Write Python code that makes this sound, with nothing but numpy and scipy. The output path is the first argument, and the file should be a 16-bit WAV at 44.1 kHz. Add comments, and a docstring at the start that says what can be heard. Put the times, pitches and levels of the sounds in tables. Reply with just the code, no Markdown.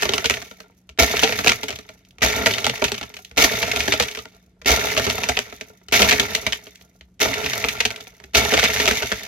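"""Pulsed blender crushing ice

A small blender on a kitchen counter is pulsed about once a second, an arm's length from a phone.
Each press bursts gritty noise through ice and cup resonances, with a decaying low sine as the base's jolt;
the blade coasts down as sinking harmonics while cubes knock (shaped noise blows) and milk and chips churn
(sparse noise over hiss). A faint sine hum and coloured noise lie behind; a short noise tail is the room."""
import sys
import numpy as np
from scipy import signal
from scipy.fft import rfft, irfft
from scipy.io import wavfile

SR = 44100
rng = np.random.default_rng(int(sys.argv[2]) if len(sys.argv) > 2 else 0)


def invert_db(level):
    """Linear amplitude ratio for a level in decibels (20 dB per decade), elementwise."""
    return 10 ** (np.asarray(level, dtype=float) / 20)


def dump_mix(stems):
    """Bounce the given channels to the path in sys.argv[1] as a 16-bit WAV at rate SR."""
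    frames = np.atleast_2d(stems).T  # one column per channel
    limited = np.clip(frames, -1, 1)  # hard clip at full scale
    pcm = np.round(limited * 32767).astype(np.int16)
    wavfile.write(sys.argv[1], SR, pcm)


N = 408807
T = np.arange(N) / SR

# presses of the switch: on_s, powered_s, smash_db, jolt_db, shaft_tone_db
PRESSES = [(-.25, 0.11, -13, -19, -50), (0.987, 0.046, -11.5, -15.5, -37.5), (2.219, 0.04, -14, -21.5, -41),
           (3.371, 0.072, -11, -29, -42), (4.659, 0.063, -15, -16, -39), (5.923, 0.126, -22, -37.5, -42),
           (7.202, 0.043, -16.5, -74, -39.5), (8.343, 0.037, -12.5, -21, -46.5)]
# the hand seating the cup on its switch: start_s, crack_peak_db
CLICKS = [(0.8919, -25.5), (2.184, -26.5), (3.312, -27), (4.6162, -27.5), (5.8846, -23), (7.01, -29),
          (8.2393, -26)]
# resonances of cup, base and counter: centre_hz, width_hz, gain_db
CUP_MODES = [(70, 15, -3.5), (117.8, 4.6, 0.5), (210.6, 28.7, -4.5), (270.3, 19, -3.5), (425.8, 19.1, 4.5),
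             (676, 45.6, -1.5), (886, 61, -8.5), (1378, 85, -6)]
# resonances of the thin cup wall: centre_hz, width_hz, gain_db
WALL_MODES = [(1829, 79, 5.5), (2037, 74, 6.5), (2235, 110, 7), (2576, 60, -2), (2730, 47, -3),
              (3600, 22, -17), (3608, 35, 5.5)]
# crushed-ice spectrum as the microphone colours it: freq_hz, relative_level_db
ICE_SPECTRUM = [(410, -15), (700, -13.5), (984, -17), (1360, -17.5), (1580, -22.5), (2240, -7.5),
                (5260, -11), (6150, -6.5), (8420, -27), (12300, -13.5), (16000, -27.5)]


def unit(x):
    """Scaled to rms 1."""
    return x / np.sqrt(np.mean(x ** 2))


def colour(x, points):
    """Causal (minimum-phase) filter through (Hz, dB) points, from the folded cepstrum."""
    hz, db = np.transpose(points)
    grid_hz = np.linspace(1, SR / 2, 2049)
    gain = invert_db(np.interp(np.log(grid_hz), np.log(hz), db))
    ceps = irfft(np.log(gain))
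    ceps[1:2048] *= 2
    ceps[2049:] = 0
    impulse = irfft(np.exp(rfft(ceps)))
    return signal.fftconvolve(np.atleast_2d(x), impulse[None])[:, :x.shape[-1]]


def band(x, hz, width_hz):
    """One resonance, gain 1 at its centre."""
    return signal.lfilter(*signal.iirpeak(hz, hz / width_hz, SR), x)


def ring(x, modes, detune=0):
    """An object's resonances, neighbours in opposite sign; grip and filling shift each by chance."""
    out = 0
    for k, (hz, width_hz, db) in enumerate(modes):
        shifted_hz = hz * np.exp(detune * rng.standard_normal())
        out = out + (-1) ** k * invert_db(db) * band(x, shifted_hz, width_hz)
    return out


def pair(size):
    """Noise for two ports that face different parts of the cup: bass shared, treble partly their own."""
    common, side = rng.standard_normal((2, size))
    side = 0.65 * signal.lfilter(*signal.butter(1, 1200, "high", fs=SR), side)
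    return common + np.array([side, -side])


def grit(per_s, spread_db, tail_s):
    """Noise chopped into random chips of very unequal size, each with a short tail."""
    starts = rng.random(N) < per_s / SR
    chips = starts * invert_db(spread_db * np.minimum(rng.exponential(size=N), 4.0))
    envelope = signal.lfilter([1], [1, -np.exp(-1 / (tail_s * SR))], chips)
    return unit(envelope * pair(N))


def ice(x, wall_db=-6, detune=0):
    """Ice on plastic: a broad crack plus the wall's ring."""
    crack = unit(colour(x, ICE_SPECTRUM))
    return unit(crack + invert_db(wall_db) * unit(ring(x, WALL_MODES, detune)))


def kitchen(room_db=-59):
    """Quiet coloured room noise and a slightly wavering appliance hum of steady partials."""
    # hum partials: freq_hz, level_db
    hum_partials = [(120, -72.5), (183.0, -61)]
    # room noise spectrum: freq_hz, relative_level_db
    room_spectrum = [(28, -37), (52, -12), (100, -21), (150, -22.5), (220, -23.5), (439, -33.5),
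                     (1030, -49), (2240, -50.5), (12000, -64.5), (22000, -120)]
    waver = 1 + 0.15 * unit(band(rng.standard_normal(N), 5, 8))
    hum = sum(invert_db(db) * np.sqrt(2) * np.sin(2 * np.pi * hz * T) for hz, db in hum_partials)
    return waver * hum + invert_db(room_db) * unit(colour(pair(N), room_spectrum))


def echoes(x, t60_s=0.08, wet_db=-12, bass_cut_hz=600, swell_s=0.035):
    """Counter and walls return a dense fading tail, separate at each port and thinned in the bass."""
    t = T[:SR // 3]
    fade = np.exp(-np.log(1000) * t / t60_s) * np.minimum(t / swell_s, 1)
    tails = rng.standard_normal((2, len(t))) * fade
    tails = tails / np.sqrt(np.sum(tails[0] ** 2))
    tails = signal.lfilter(*signal.butter(1, bass_cut_hz, "high", fs=SR), tails)
    return invert_db(wet_db) * signal.fftconvolve(x, tails, axes=1)[:, :N]


def whirl(rumble_re_slush_db=1, rumble_extra_sag_db_s=6, rumble_linger=0.05):
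    """Slush and rumble gains in dB: a slow sag after each press, a collapse once the whirl breaks down."""
    # coasting after each press: collapse_start_s, slush_at_press_db, sag_db_per_s, collapse_db_per_s
    coasting = [(0.374, -23.5, 27, 87), (1.517, -24, 21, 62.5), (2.902, -22.5, 27, 59),
                (4.019, -26, 10.5, 89), (5.351, -22, 20.5, 70), (6.501, -17.5, 40.5, 78),
                (7.8, -26.5, 15, 66), (8.921, -23.5, 3.5, 46.5)]
    slush_db, rumble_db = np.zeros((2, N))
    for (on_s, *_), (breaks_s, start_db, sag, collapse) in zip(PRESSES, coasting):
        sagging_s = np.minimum(T, breaks_s) - on_s
        collapse_db = collapse * np.maximum(T - breaks_s, 0)
        db = start_db - sag * sagging_s - collapse_db
        slush_db = np.where(T > on_s, db, slush_db)
        # the heavy cubes' rumble escapes a share of the collapse
        heavy_db = db + rumble_re_slush_db - rumble_extra_sag_db_s * sagging_s + rumble_linger * collapse_db
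        rumble_db = np.where(T > on_s, heavy_db, rumble_db)
    return slush_db, rumble_db


def churn(rattle_db=-2, hiss_db=-6, settle=0.067, splinter_db=-11, splinter_hz=7000, linger=0.31, clonk_db=-12):
    """Chips crackle on the blade and rattle the wall over hissing milk; their weight rumbles the cup's body."""
    slush_db, rumble_db = whirl()
    fall_db = slush_db - slush_db.max()
    crackle, rattle = grit(300, 3.0, 0.004), grit(90, 2.2, 0.0027)
    # as the whirl dies the milk falls quiet sooner than the chips
    hiss = invert_db(hiss_db + settle * fall_db) * pair(N)
    # small lumps strike the wall at different spots, each waking one resonance
    pings = sum(invert_db(db) * unit(band(grit(80, 2.0, 0.001), hz, 2.5 * width_hz))
                for hz, width_hz, db in WALL_MODES)
    slush = ice(crackle + hiss) + invert_db(rattle_db - 0.04 * fall_db) * unit(pings)
    # tiny splinters tick only in the treble and outlast the whirl
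    splinters = signal.lfilter(*signal.butter(2, splinter_hz, "high", fs=SR), grit(60, 3.2, 0.005))
    slush = slush + invert_db(splinter_db - linger * fall_db) * unit(colour(splinters, ICE_SPECTRUM))
    rumble = unit(ring(rattle + 1.3 * grit(55, 1.8, 0.014), CUP_MODES))
    # settling cubes clonk the cup now and then, lasting as long as the splinters
    clonks = invert_db(clonk_db - linger * fall_db) * unit(ring(grit(30, 3.0, 0.0059), CUP_MODES[-4:]))
    return invert_db(slush_db) * (slush + clonks) + invert_db(rumble_db) * rumble


def blows(count, over_db=9, spread_db=4, body_db=-18, body_spread_db=14):
    """All blows as (s, crack peak dB, cup body dB re crack, thin or not), small lumps at chance moments."""
    # single ice knocks on blade and cup, loud in the whirl and faint as it settles:
    # start_s, crack_peak_db, body_re_crack_db
    cubes = [(0.0226, -4, -11), (0.0539, -9, -3), (0.0908, -2.5, -9.5), (0.1359, -1.5, -12.5),
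             (0.179, -4, -12.5), (0.2431, -7.5, -5), (0.2565, -1, -34.5), (0.2979, 1.5, -13.5),
             (0.3388, -7.5, -16), (0.4171, -19.5, -11), (0.5109, -24, -5), (0.603, -26, -8),
             (0.371, -15.5, -8.5), (0.698, -51.5, 9.5), (1.1682, -6, -38), (1.1932, -4, -24),
             (1.2266, -8, -2), (1.2335, 3, -10.5), (1.292, -10, -7), (1.27, -6, -42), (1.324, -4, -37),
             (1.3892, -3.5, -12), (1.4393, -7, -9), (1.4624, -3.5, -3), (1.472, 6, -22.5), (1.493, 2, -13),
             (1.5185, -2, -14.5), (1.6322, -12.5, -5.5), (1.6835, -11.5, -13), (1.705, -12, -11.5),
             (1.7268, -17.5, -9), (1.757, -19.5, -28), (1.7883, -19, -12), (1.8906, -24, -9),
             (2.4603, 2.5, -9), (2.537, -8, -28), (2.5813, -6.5, -13), (2.643, -2, -14),
             (2.666, -0.5, -7.5), (2.696, -5, -12), (2.8193, -5, -1), (2.8416, 1, -16), (2.8813, -11, -17),
             (2.9188, -6.5, -8.5), (2.9787, -16, -14), (3.0119, -18, -3), (3.1009, -31, -5),
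             (3.1403, -23.5, -13.5), (3.1673, -19.5, -20), (3.1892, -32, -0.5), (2.508, -9.5, -7),
             (2.758, -16.5, -34), (2.943, -16, -27), (3.029, -15.5, -9), (3.6279, -5.5, -7),
             (3.715, -5.5, -28.5), (3.7614, -6, -15.5), (3.8047, -1.5, -32.5), (3.8785, -4.5, -6.5),
             (3.9224, 1.5, -16.5), (3.934, -4, -7.5), (3.9991, 2, -9.5), (4.024, -3.5, -17),
             (4.0837, -12.5, -36), (4.1495, -16, -18.5), (4.1889, -16, -10.5), (4.2551, -21.5, -5.5),
             (4.173, -15.5, -7), (4.6937, -14, 8), (4.8703, -12.5, 0.5), (4.9651, -7, -7.5),
             (4.976, -2, -9), (4.997, -6.5, -10.5), (5.0664, -8.5, -4.5), (5.0996, -4, -19),
             (5.18, -12.5, -3.5), (5.2348, -6, -14), (5.2883, -2.5, -6.5), (5.3686, -1.5, -11),
             (5.39, -2.5, -13.5), (5.5255, -22, -5), (5.6106, -15.5, -10.5), (5.70, -45, 10.5),
             (5.815, -54.5, 7), (5.939, 1.5, -14.5), (5.993, 0.5, -16), (6.0197, 5.5, -13.5),
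             (6.0888, 3, -33.5), (6.1104, 5, -36), (6.125, -2, -11.5), (6.1972, 4, -15.5),
             (6.3495, 0.5, -22), (6.4656, -1.5, -12.5), (6.5234, -5, -27.5), (6.6685, -27.5, -7),
             (6.558, -20.5, -22), (6.8117, -34, -13), (7.258, -25, 8), (7.338, -9.5, -28),
             (7.442, -11, -12), (7.4614, -7.5, -10), (7.4985, -11.5, -29), (7.5333, -8, -18),
             (7.6411, -2, -11.5), (7.6853, -6, -35), (7.8036, -0.5, -17), (7.8525, 1, -17.5),
             (7.9046, -12.5, -17), (7.9603, -19, -16), (8.07, -25.5, -10), (8.2008, -29, -7.5),
             (8.449, -8, -10), (8.52, -7, -2.5), (8.5381, 1, -6), (8.5709, 0.5, -8.5), (8.5896, 0, -14),
             (8.6297, -2, -7), (8.64, 0, -28), (8.653, -2.5, -22), (8.762, -5, -24), (8.8004, -5, -11.5),
             (8.819, -9.5, -26), (8.8564, -2.5, -24.5), (8.8768, 3, -11), (8.9108, -0.5, -11),
             (9.0229, -9, -5.5), (9.1178, -4, -11.5), (9.2335, -21, -26)]
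    # thin splinter ticks as the whirl settles: start_s, crack_peak_db
    thin_ticks = [(.545, -43), (2.05, -40), (2.108, -38), (3.2482, -23), (4.113, -18), (4.3482, -38.5),
                  (6.615, -43), (6.7563, -29.5), (8.005, -20)]
    # the blade's first bite at each press: start_s, crack_peak_db
    first_bites = [(0.9903, -1), (2.2227, 3.5), (3.3768, 0), (4.661, -10.5), (5.927, -1.5), (7.2082, -12),
                   (8.3485, 2)]
    click_body_db, bite_body_db, tick_body_db = -12, -39, -40
    contact_lead_s, contact_db = 0.014, -26.5  # the switch contact ticks just before the bite

    when, size, weight = rng.random((count, 3)).T
    slush_db = whirl()[0][(when * N).astype(int)]
    lump_db = slush_db + over_db + spread_db * (2 * size - 1)
    lump_body_db = body_db + body_spread_db * (2 * weight - 1)
    lumps = np.array([when * T[-1], lump_db, lump_body_db]).T

    clicks = [(s, db, click_body_db) for s, db in CLICKS]
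    contacts = [(s - contact_lead_s, contact_db, click_body_db) for s, _ in first_bites]
    bites = [(s, db, bite_body_db) for s, db in first_bites]
    full = list(cubes) + clicks + contacts + bites + list(lumps)
    return [(*row, False) for row in full] + [(s, db, tick_body_db, True) for s, db in thin_ticks]


def knocks(shrink=0.17, dull_hz=8500, snap_s=0.001, snap_db=6, fade_at_0db_s=0.012, tail_s=0.098,
           tail_db=-18, push_s=0.00041, pitch_db=2, thin_above_hz=2300):
    """Each blow: a snap, a splintering burst with a chance pitch, and a push into the cup's body."""
    out, t = np.zeros((2, N + 3200)), T[:3200]
    for s, db, body_db, thin in blows(count=70):
        # light blows are over sooner; within a blow the ice gives way in uneven steps
        steps = invert_db(6.0 * np.repeat(rng.standard_normal(40), 80))
        snap = invert_db(snap_db) * np.exp(-t / snap_s)
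        splintering = steps * np.exp(-(t / (fade_at_0db_s * invert_db(shrink * db))) ** 2)
        tail = invert_db(tail_db) * np.exp(-t / tail_s) * (1 - t / t[-1])
        shape = snap + splintering + tail

        split = pair(len(t)) * shape
        pitch_hz = 2400 * np.exp(0.16 * rng.standard_normal())
        burst = ice(split, detune=0.1) + invert_db(pitch_db) * unit(band(split, pitch_hz, 0.4 * pitch_hz))
        # some faces meet flat and dull, others edge-on and bright
        top_hz = min(dull_hz * np.exp(0.4 * rng.standard_normal()), 0.45 * SR)
        if thin:
            edge = signal.butter(2, thin_above_hz, "high", fs=SR)
        else:
            edge = signal.butter(1, top_hz, fs=SR)
        burst = signal.lfilter(*edge, burst)

        push = t * np.exp(-t / push_s) / push_s
        body = ring(push + 6.7 * pair(len(t)) * shape, CUP_MODES, detune=0.06)
        blow = burst / np.abs(burst).max() + invert_db(body_db) * body / np.abs(body).max()
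        i = int(s * SR)
        out[:, i:i + len(t)] += invert_db(db) * blow
    return out[:, :N]


def thud(t, db, hz=66, swing_s=0.014):
    """The counter jolted at t = 0: a low sine that swings up slowly and dies away."""
    return invert_db(db) * np.e * t / swing_s * np.exp(-t / swing_s) * np.sin(2 * np.pi * hz * t)


def motor(bite_s=0.0072, release_s=0.016, jolt_early_s=0.025, second_db=-3, body_db=-6,
          top_hz=190, slowing_hz_per_s=305):
    """Power on: the blade smashes settled ice and the base jolts the counter; then the shaft tone sinks."""
    # when the blade stands still after each press: stop_s
    standstill = [.5, 1.71, 2.96, 4.13, 5.47, 6.6, 7.93, 9.19]
    power, jolt, shaft_hz, tone = np.zeros((4, N))
    for (on_s, powered_s, smash_db, jolt_db, tone_db), stop_s in zip(PRESSES, standstill):
        t = np.maximum(T - on_s, 0)
        release = np.exp(-np.maximum(t - powered_s, 0) / release_s)
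        power += invert_db(smash_db) * (1 - np.exp(-(t / bite_s) ** 2)) * release
        # the base kicks back as power drops
        jolt += thud(np.maximum(t - powered_s + jolt_early_s, 0), jolt_db)
        spin_up_hz = top_hz * np.minimum(t / powered_s, 1)
        coast_hz = slowing_hz_per_s * np.maximum(stop_s - T, 0)  # drag in the milk
        shaft_hz = np.where(t > 0, np.minimum(spin_up_hz, coast_hz), shaft_hz)
        tone = np.where(t > 0, invert_db(tone_db), tone)
    for s, db in CLICKS:  # seating the cup thuds the counter
        jolt += thud(np.maximum(T - s, 0), db - 17)
    # ice drags the blade unevenly
    shaft_hz *= 1 + 0.02 * unit(band(rng.standard_normal(N), 10, 20))
    phase = 2 * np.pi * np.cumsum(shaft_hz) / SR
    # the unbalanced shaft shakes hardest while passing the base's soft mounting
    shake = tone / (1 + ((shaft_hz - 115) / 50) ** 2) * np.minimum(shaft_hz / 60, 1)
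    wobble = 1 + 0.4 * unit(band(rng.standard_normal(N), 15, 30))
    whirr = shake * wobble * (np.sin(phase) + invert_db(second_db) * np.sin(2 * phase))
    chips = grit(450, 2.0, 0.003)
    smash = ice(chips) + invert_db(body_db) * unit(ring(chips, CUP_MODES[-5:]))
    return power * smash + jolt + whirr


def scene():
    """The left port hears the blender a little behind the right, by a phase that depends on pitch."""
    # left port re right: freq_hz, gain_db
    left_gain = [(100, -.4), (350, -2.5), (1400, -.7), (6000, 0), (9000, -4), (13000, -10)]
    # left port behind right: freq_hz, phase_lag_rad
    left_lag = [(60, 0), (300, .85), (800, .7), (1400, 1.9), (1900, 1.1), (2350, .1), (3200, .4),
                (3500, 2.0), (4300, .3), (5500, 1.6)]
    blender = knocks() + churn() + motor()
    left, right = blender + echoes(blender)
    lag_rad = np.interp(np.fft.rfftfreq(N, 1 / SR), *np.transpose(left_lag))
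    late = irfft(rfft(left) * np.exp(-1j * lag_rad), N)
    return np.array([colour(late, left_gain)[0], right]) + kitchen()


def band_limit(x):
    """A steep low-pass at the top of the band."""
    return signal.sosfilt(signal.butter(12, 16970, fs=SR, output="sos"), x)


def record(dry):
    """The phone cuts the deepest bass and the very top, and rounds the loudest peaks."""
    bass_cut = signal.butter(4, 44, "high", fs=SR, output="sos")
    top_cut = signal.ellip(8, 0.2, 50, 15950, fs=SR, output="sos")
    x = signal.sosfilt(bass_cut, dry)
    x = 0.9 * np.tanh(x / 0.9)
    mix = signal.sosfilt(top_cut, x)
    return band_limit(mix)


dry = scene()
out = record(dry)
dump_mix(out)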